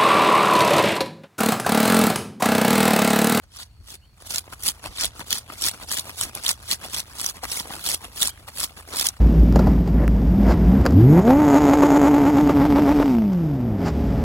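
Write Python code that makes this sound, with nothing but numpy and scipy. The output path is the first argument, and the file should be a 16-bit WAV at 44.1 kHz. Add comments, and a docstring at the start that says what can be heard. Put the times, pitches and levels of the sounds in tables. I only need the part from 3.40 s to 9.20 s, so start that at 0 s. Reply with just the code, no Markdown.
"""A knife scales a fish outdoors, close to a two-port microphone, over faint air and a far engine.
An insect buzzes through the first light strokes and a small bird chirps at 0.6 s. From about 1 s the
blade bears down, some three strokes a second: scales catch and snap free over the dull rub of the wet
body. Between strokes it slides back softly and slime pops; now and then the fish bumps on its support.
The bird calls again at 4.9 s, and the strokes go on to the end."""
import sys
import numpy as np
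from scipy import signal
from scipy.fft import rfft, irfft, next_fast_len
from scipy.io import wavfile
from scipy.ndimage import map_coordinates

SR = 44100
rng = np.random.default_rng(int(sys.argv[2]) if len(sys.argv) > 2 else 0)


def log_audio(samples):
    """Write samples as a 16-bit WAV file to the path given in sys.argv[1]."""
    # one column per channel
    frames = np.atleast_2d(samples).T
    # limit to full scale, then quantise
    limited = np.clip(frames, -1, 1)
    pcm = np.round(limited * 32767).astype(np.int16)
    wavfile.write(sys.argv[1], SR, pcm)


N = 255780
SECONDS = np.arange(N) / SR


def amp(db):
    """Decibels to gain."""
    return 10 ** (np.asarray(db) / 20)


def unit(x):
    """Scale to rms 1."""
    return x / np.sqrt(np.mean(x ** 2) + 1e-20)


def along(points, hz):
    """Interpolate (Hz, value) points on a log frequency axis."""
    knots_hz, values = np.transpose(points)
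    return np.interp(np.log(hz + 1), np.log(knots_hz + 1), values)


def wobble(rate_hz):
    """Smooth random curve, rate_hz knots a second."""
    knots = rng.standard_normal(int(N * rate_hz / SR) + 4)
    return map_coordinates(knots, [SECONDS * rate_hz])


def filtered(x, response):
    """Apply a complex frequency response, given as a function of Hz."""
    size = next_fast_len(N + SR // 4)
    return irfft(rfft(x, size) * response(np.fft.rfftfreq(size, 1 / SR)), size)[..., :N]


def coloured(x, spectrum, size=4096):
    """Minimum-phase filter of unit energy, shaped by (Hz, dB) points."""
    cepstrum = irfft(np.log(amp(along(spectrum, np.fft.rfftfreq(size, 1 / SR)))))
    cepstrum[1:size // 2] *= 2
    cepstrum[size // 2 + 1:] = 0
    kernel = irfft(np.exp(rfft(cepstrum)))
    return signal.fftconvolve(x, kernel / np.linalg.norm(kernel))[:N]


def steadied(x, window_s):
    """Hold the rms near 1 over the window; finer crackle stays."""
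    power = signal.fftconvolve(x ** 2, np.hanning(int(window_s * SR)), "same") / (window_s * SR / 2)
    return x / np.sqrt(np.abs(power) + 1e-3 * np.mean(x ** 2))


def sprinkled(time_s, scatter_s, db, spread_db, pitch_hz, log_spread):
    """Event times, levels and pitches, each scattered at random about the given value."""
    when, size, tone = rng.uniform(-1, 1, (len(time_s), 3)).T
    return time_s + scatter_s * when, db + spread_db * size, pitch_hz * np.exp(log_spread * tone)


def flicks(times_s, gains, pitch_hz, life_s, ring_db, q, size=512):
    """Short noise cracks of rms = gain over life_s, each with its own broad resonance."""
    age = np.arange(size) / SR / life_s
    cracks = rng.standard_normal((len(times_s), size)) * (1 - np.exp(-4 * age)) * np.exp(-age ** 1.08)
    ratio = np.fft.rfftfreq(size, 1 / SR) / pitch_hz[:, None]
    ring = 1j * ratio / (q * (1 - ratio ** 2) + 1j * ratio)
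    cracks = irfft(rfft(cracks) * (1 + amp(ring_db) * ring))
    cracks *= gains[:, None] / np.linalg.norm(cracks, axis=1, keepdims=True) * np.sqrt(life_s * SR)
    index = np.round(times_s * SR).astype(int)[:, None] + np.arange(size)
    return np.bincount(np.maximum(index, 0).ravel(), cracks.ravel(), N)[:N]


# Open-air spectrum. Each row: frequency in Hz, relative density in dB.
AIR_SPECTRUM = [(15, -28), (30, -18), (52, 1), (110, -4.5), (160, -14.5), (300, -26.5), (1100, -37),
                (2200, -35.5), (6000, -41), (16000, -46)]
# Engine tones. Each row: frequency in Hz, level in dB.
ENGINE_TONES = [(55, -58), (80.7, -54.5), (109, -62.5)]


def air_and_engine():
    """Faint air and a far engine's wavering drone, both up 3 dB over the first 1.1 s."""
    common = coloured(rng.standard_normal(N), AIR_SPECTRUM)
    apart = np.array([coloured(rng.standard_normal(N), AIR_SPECTRUM) for _ in range(2)])
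    drone = np.zeros(N)
    for hz, db in ENGINE_TONES:
        peak = np.sqrt(2) * amp(db + 1.7 * wobble(3.95))
        drone += peak * np.sin(2 * np.pi * hz * SECONDS + 0.73 * wobble(3.89))
    swell = amp(np.interp(SECONDS, [0, 0.6, 1.1], [-3, -2, 0]))
    return swell * (amp(-52.5) * common + amp(-61) * apart + drone)


def insect(centre_hz=4400, width_hz=110):
    """A far insect's thin buzz: narrow-band noise, gone by 0.8 s."""
    buzz = filtered(rng.standard_normal((2, N)), lambda hz: np.exp(-((hz - centre_hz) / width_hz) ** 2))
    return amp(-67.5) * unit(buzz) * np.interp(SECONDS, [0.05, 0.3, 0.72, 0.8], [0, 1, 1, 0])


# Each row: start in seconds, length in seconds, first and last pitch in Hz, level in dB.
CHIRPS = [(0.61, 0.062, 2750, 3206, -58.5), (4.885, 0.041, 2990, 3254, -43),
          (4.925, 0.056, 3197, 3150, -56)]


def bird():
    """A small far bird: short gliding whistles with a rough flutter."""
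    song = np.zeros(N)
    for start_s, length_s, from_hz, to_hz, db in CHIRPS:
        progress = np.clip((SECONDS - start_s) / length_s, 0, 1)
        phase = 2 * np.pi * np.cumsum(from_hz + (to_hz - from_hz) * progress) / SR
        song += amp(db) * np.sin(np.pi * progress) * np.sin(phase + 1.2 * wobble(300))
    return song


# Thud spectrum. Each row: frequency in Hz, relative density in dB.
THUD_SPECTRUM = [(20, -19), (50, 7.5), (140, -10), (300, -16.5), (900, -61)]
# Bumps of the fish. Each row: start in seconds, level in dB.
FISH_BUMPS = [(0.376, -46.5), (1.455, -42.5), (1.63, -41), (2.81, -45), (4.035, -47.5), (4.83, -50)]


def bumps():
    """The fish's weight thuds dully on its leaf-covered support."""
    push = sum(amp(db) * np.interp(SECONDS - start_s, [0, 0.0051, 0.043, 0.088], [0.0012, 1, 0.92, 0.022])
               for start_s, db in FISH_BUMPS)
    return push * steadied(coloured(rng.standard_normal(N), THUD_SPECTRUM), window_s=0.12)


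# Wet flesh spectrum. Each row: frequency in Hz, relative density in dB.
FLESH_SPECTRUM = [(50, -24), (130, 2), (250, 2), (450, -3), (700, -0.5), (1200, -1.5), (1800, -6),
                  (2800, -4.5), (6000, -41)]
# Return slides of the blade. Each row: middle in seconds, half length in seconds, strength in dB.
BACK_SLIDES = [(0.031, 0.011, -57), (0.828, 0.029, -52.5), (1.134, 0.01, -40), (1.458, 0.015, -34.5),
               (1.802, 0.02, -39.5), (2.122, 0.026, -43.5), (2.352, 0.016, -42), (2.427, 0.017, -39),
               (2.681, 0.039, -41), (2.87, 0.024, -40), (2.971, 0.023, -39), (3.198, 0.027, -52.5),
               (3.451, 0.027, -36.5), (3.734, 0.057, -47), (3.965, 0.019, -43), (4.044, 0.01, -32.5),
               (4.322, 0.05, -38), (4.649, 0.02, -38.5), (5.086, 0.01, -41), (5.387, 0.023, -44.5),
               (5.529, 0.027, -36.5)]
# Clear squelches of wet skin. Each row: start in seconds, relative level in dB, pitch in Hz.
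SKIN_SQUELCHES = [(1.077, -29, 744), (1.126, -24.5, 645), (1.454, -21, 595), (1.81, -19, 1290),
                  (2.099, -18.5, 1170), (4.031, -21.5, 696), (4.204, -19.5, 1020), (4.254, -22.5, 463),
                  (4.304, -20, 1060), (5.515, -33, 845)]


def squelches(trim_db=-14, per_slide=2):
    """Slime pockets close with soft, low pops: a few clear ones, and small ones under every slide."""
    time_s, db, pitch_hz = np.transpose(SKIN_SQUELCHES)
    middle_s, half_s, slide_db = np.transpose(BACK_SLIDES)
    small = [sprinkled(middle_s, half_s, slide_db - 5.5, spread_db=2, pitch_hz=810, log_spread=0.54)
             for _ in range(per_slide)]
    time_s, db, pitch_hz = np.hstack([(time_s, db + trim_db, pitch_hz), *small])
    pops = flicks(time_s, amp(db), pitch_hz, life_s=0.0035, ring_db=2, q=3.6, size=1024)
    return coloured(pops, FLESH_SPECTRUM)


# Faint rustling noise floor under the strokes, fading in between 0.75 and 1.1 s.
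# Each row: time in seconds, relative level in dB.
RUSTLE_FADE_IN = [(.75, -15), (1.1, 1)]
# Strokes against the lie of the scales.
# Each row: full bite in seconds, hold in seconds, strength in dB, treble gain in dB.
KNIFE_STROKES = [(0.17, 0.06, -41.5, -9), (0.498, 0.049, -42, -3), (0.907, 0.084, -32.5, -2.5),
                 (1.28, 0.0061, -19.5, 2), (1.609, 0.043, -24, -11.5), (1.916, 0.066, -31.5, -2.5),
                 (2.241, 0.047, -22.5, -4), (2.523, 0.07, -27, -2.5), (2.811, 0.024, -25, -1),
                 (3.079, 0.032, -23, -6), (3.318, 0.014, -23.5, -1.5), (3.545, 0.054, -28.5, -5),
                 (3.801, 0.092, -30.5, -1), (4.116, 0.087, -30.5, -2), (4.461, 0.084, -26, 0.5),
                 (4.815, 0.059, -23.5, -1), (5.202, 0.04, -25, 0.5), (5.586, 0.082, -25, -1)]


def blade_force(rise_s_per_20db=0.059, fall_s_per_20db=0.03, usual_stroke_db=-25.5):
    """Drive on scales and on flesh: a faint rustle, strokes that swell, hold and let go, soft slides."""
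    grid_s = SECONDS[::32]
    rustle = amp(np.interp(grid_s, *np.transpose(RUSTLE_FADE_IN)))
    power = (amp([[-56.5], [-54]]) * rustle) ** 2  # rows: scales, flesh
    for bite_s, hold_s, db, _ in KNIFE_STROKES:
        before = np.maximum(bite_s - grid_s, 0) / rise_s_per_20db
        after = np.maximum(grid_s - bite_s - hold_s, 0) / fall_s_per_20db
        flesh_db = -38.5 + 0.79 * (db - usual_stroke_db)  # flesh yields: its rub grows more slowly
        power += (amp([[db], [flesh_db]]) * amp(-20 * (before + after))) ** 2
    for middle_s, half_s, db in BACK_SLIDES:
        power += amp(db) ** 2 * np.exp(-((grid_s - middle_s) / half_s) ** 2)
    return [np.interp(SECONDS, grid_s, force) for force in np.sqrt(power)]


# Spectrum of cracking scales. Each row: frequency in Hz, relative density in dB.
SCALE_SPECTRUM = [(200, -40), (700, -15.5), (1500, -7.5), (2400, -6.5), (3500, -2.5), (4600, -1.5),
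                  (5500, -3), (7000, -7), (8500, -1), (10500, -0.5), (13000, -6.5), (15500, -9.5)]


def scraping(catches=3600, treble_hz=7500):
    """Scales catch on the edge at uneven moments; each catch cracks a scale and plucks the flesh below."""
    rasp_force, rub_force = blade_force()
    times_s = (np.arange(catches) + rng.uniform(-1, 1, catches)) * N / SR / catches
    sizes = amp(6.2 * np.clip(rng.standard_normal(catches), -2.2, 2.1))
    crack_hz = 7000 * np.exp(0.5 * rng.standard_normal(catches))
    cracks = flicks(times_s, sizes, crack_hz, life_s=0.00057, ring_db=0.5, q=4.4, size=256)
    pluck_hz = 900 * np.exp(0.65 * rng.standard_normal(catches))
    plucks = flicks(times_s, sizes, pluck_hz, life_s=0.0012, ring_db=5.5, q=3.9)
    # a light blade hisses more; a pressed one catches
    hiss_db = np.interp(20 * np.log10(rasp_force), [-45, -25], [-2, -7.5])
    rasp = coloured(unit(cracks) + amp(hiss_db) * rng.standard_normal(N), SCALE_SPECTRUM)
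    # each stroke's angle sets its brightness
    bite_s, _, _, treble_db = np.transpose(KNIFE_STROKES)
    treble = filtered(rasp, lambda hz: 1 / (1 + (treble_hz / (hz + 1)) ** 4))
    treble_gain = amp(np.interp(SECONDS, bite_s, treble_db))
    rasp = steadied(rasp + (treble_gain - 1) * treble, window_s=0.031)
    rub = coloured(unit(plucks) + amp(-7) * rng.standard_normal(N), FLESH_SPECTRUM)
    rub = steadied(rub, window_s=0.048)
    rows = amp(2.44 * wobble(70))  # the edge climbs and drops over the rows of scales
    return rows * (amp(-1.09) * rasp_force * rasp + amp(-1.61) * rub_force * rub)


# Biggest scales snapping free. Each row: start in seconds, relative level in dB, pitch in Hz.
SCALE_SNAPS = [(0.9587, -9, 6000), (0.982, -10, 6100), (1.2356, -15, 10100), (1.265, -10, 10600),
               (1.9057, -8.5, 3780), (1.9275, -3.5, 3500), (2.2207, -10.5, 6940), (2.2636, -11, 3620),
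               (2.5936, -14.5, 4310), (2.9508, -15.5, 10100), (3.0638, -9, 3470), (3.0909, -4, 3420),
               (3.3126, -8, 3480), (3.8134, -13.5, 8200), (3.8623, -8.5, 6100), (4.8217, -6.5, 3350),
               (4.829, -3, 5800), (5.5967, -6, 4650), (5.6681, -3.5, 7500), (5.687, -7.5, 6100)]


def snaps(trim_db=-6.5):
    """Scales tear out with a crack that tugs the flesh: the big ones, and one at each end of a stroke."""
    time_s, db, pitch_hz = np.transpose(SCALE_SNAPS)
    bite_s, hold_s, stroke_db, _ = np.transpose(KNIFE_STROKES)
    shed = [sprinkled(end_s, scatter_s=0.005, db=stroke_db + 6, spread_db=1.5, pitch_hz=5930,
                      log_spread=0.47) for end_s in (bite_s, bite_s + hold_s)]
    time_s, db, pitch_hz = np.hstack([(time_s, db + trim_db, pitch_hz), *shed])
    cracks = flicks(time_s, amp(db), pitch_hz, life_s=0.0011, ring_db=4.5, q=3)
    return coloured(cracks, SCALE_SPECTRUM) + amp(-19.5) * coloured(cracks, FLESH_SPECTRUM)


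def blade_ring(x, ring_hz=3550, width_hz=550, ring_db=-10):
    """The thin, hand-damped blade adds one broad ring to whatever its edge strikes."""
    ring = filtered(x, lambda hz: 1j * hz * width_hz / (ring_hz ** 2 - hz ** 2 + 1j * hz * width_hz))
    return x + amp(ring_db) * ring


# Phase between the ports. Each row: frequency in Hz, lead of the left in radians.
PORT_LEAD = [(20, 0), (1250, 0.64), (1950, 2.5), (2900, 2.5), (3450, 1.55), (4100, 4.5), (5100, 3),
             (6900, 7), (8500, 4), (10100, 0), (11800, -4.5), (13400, -6), (16000, -13)]
# Level between the ports. Each row: frequency in Hz, left minus right in dB.
PORT_BALANCE = [(100, -1), (380, 1.5), (700, 3), (1300, 5.5), (2300, 2), (3000, 4), (3800, -0.5),
                (6000, -3.5), (8300, -3), (10000, 0.5), (15000, 1)]
# Scatter off hands, fish and ground. Each row: frequency in Hz, level against the direct sound in dB.
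SCATTER_SPECTRUM = [(100, -6.5), (500, -12), (1200, -4.5), (1900, -.5), (3500, -1.5), (7000, 1),
                    (10500, -4)]


def at_ports(x, tail_samples=1024, piece_samples=512, rt60_s=0.014, gap_s=0.0002):
    """Near sound meets each port at its own phase and level; moving hands and fish scatter a blur."""
    def port_pair(hz):
        left = amp(along(PORT_BALANCE, hz) / 2) * np.exp(0.5j * along(PORT_LEAD, hz))
        return np.array([left, 1 / left])

    direct = filtered(x, port_pair)
    scattered = filtered(x, lambda hz: amp(along(SCATTER_SPECTRUM, hz)))
    # each short piece meets a new set of reflections
    pieces = np.pad(scattered, (0, -N % piece_samples)).reshape(-1, piece_samples)
    age_s = np.arange(tail_samples) / SR
    decay = amp(-60 * age_s / rt60_s) * (age_s > gap_s)
    tails = rng.standard_normal((2, len(pieces), tail_samples)) * decay / np.linalg.norm(decay)
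    echoes = signal.fftconvolve(pieces[None], tails, axes=2)
    index = np.arange(len(pieces))[:, None] * piece_samples + np.arange(echoes.shape[2])
    return direct + np.array([np.bincount(index.ravel(), side.ravel())[:N] for side in echoes])


def scene():
    """Knife work in front, the outdoors behind; left channel trimmed by 0.6 dB."""
    knife = blade_ring(scraping() + snaps())
    work = at_ports(knife + squelches() + bumps())
    return amp([[-0.6], [0]]) * (work + air_and_engine() + insect() + bird())


def record(dry, top_hz=15900, edge_hz=200):
    """Steep low-pass at the band limit."""
    return filtered(dry, lambda hz: np.clip((top_hz - hz) / edge_hz + 0.5, 0, 1))


dry = scene()
out = record(dry)
log_audio(out)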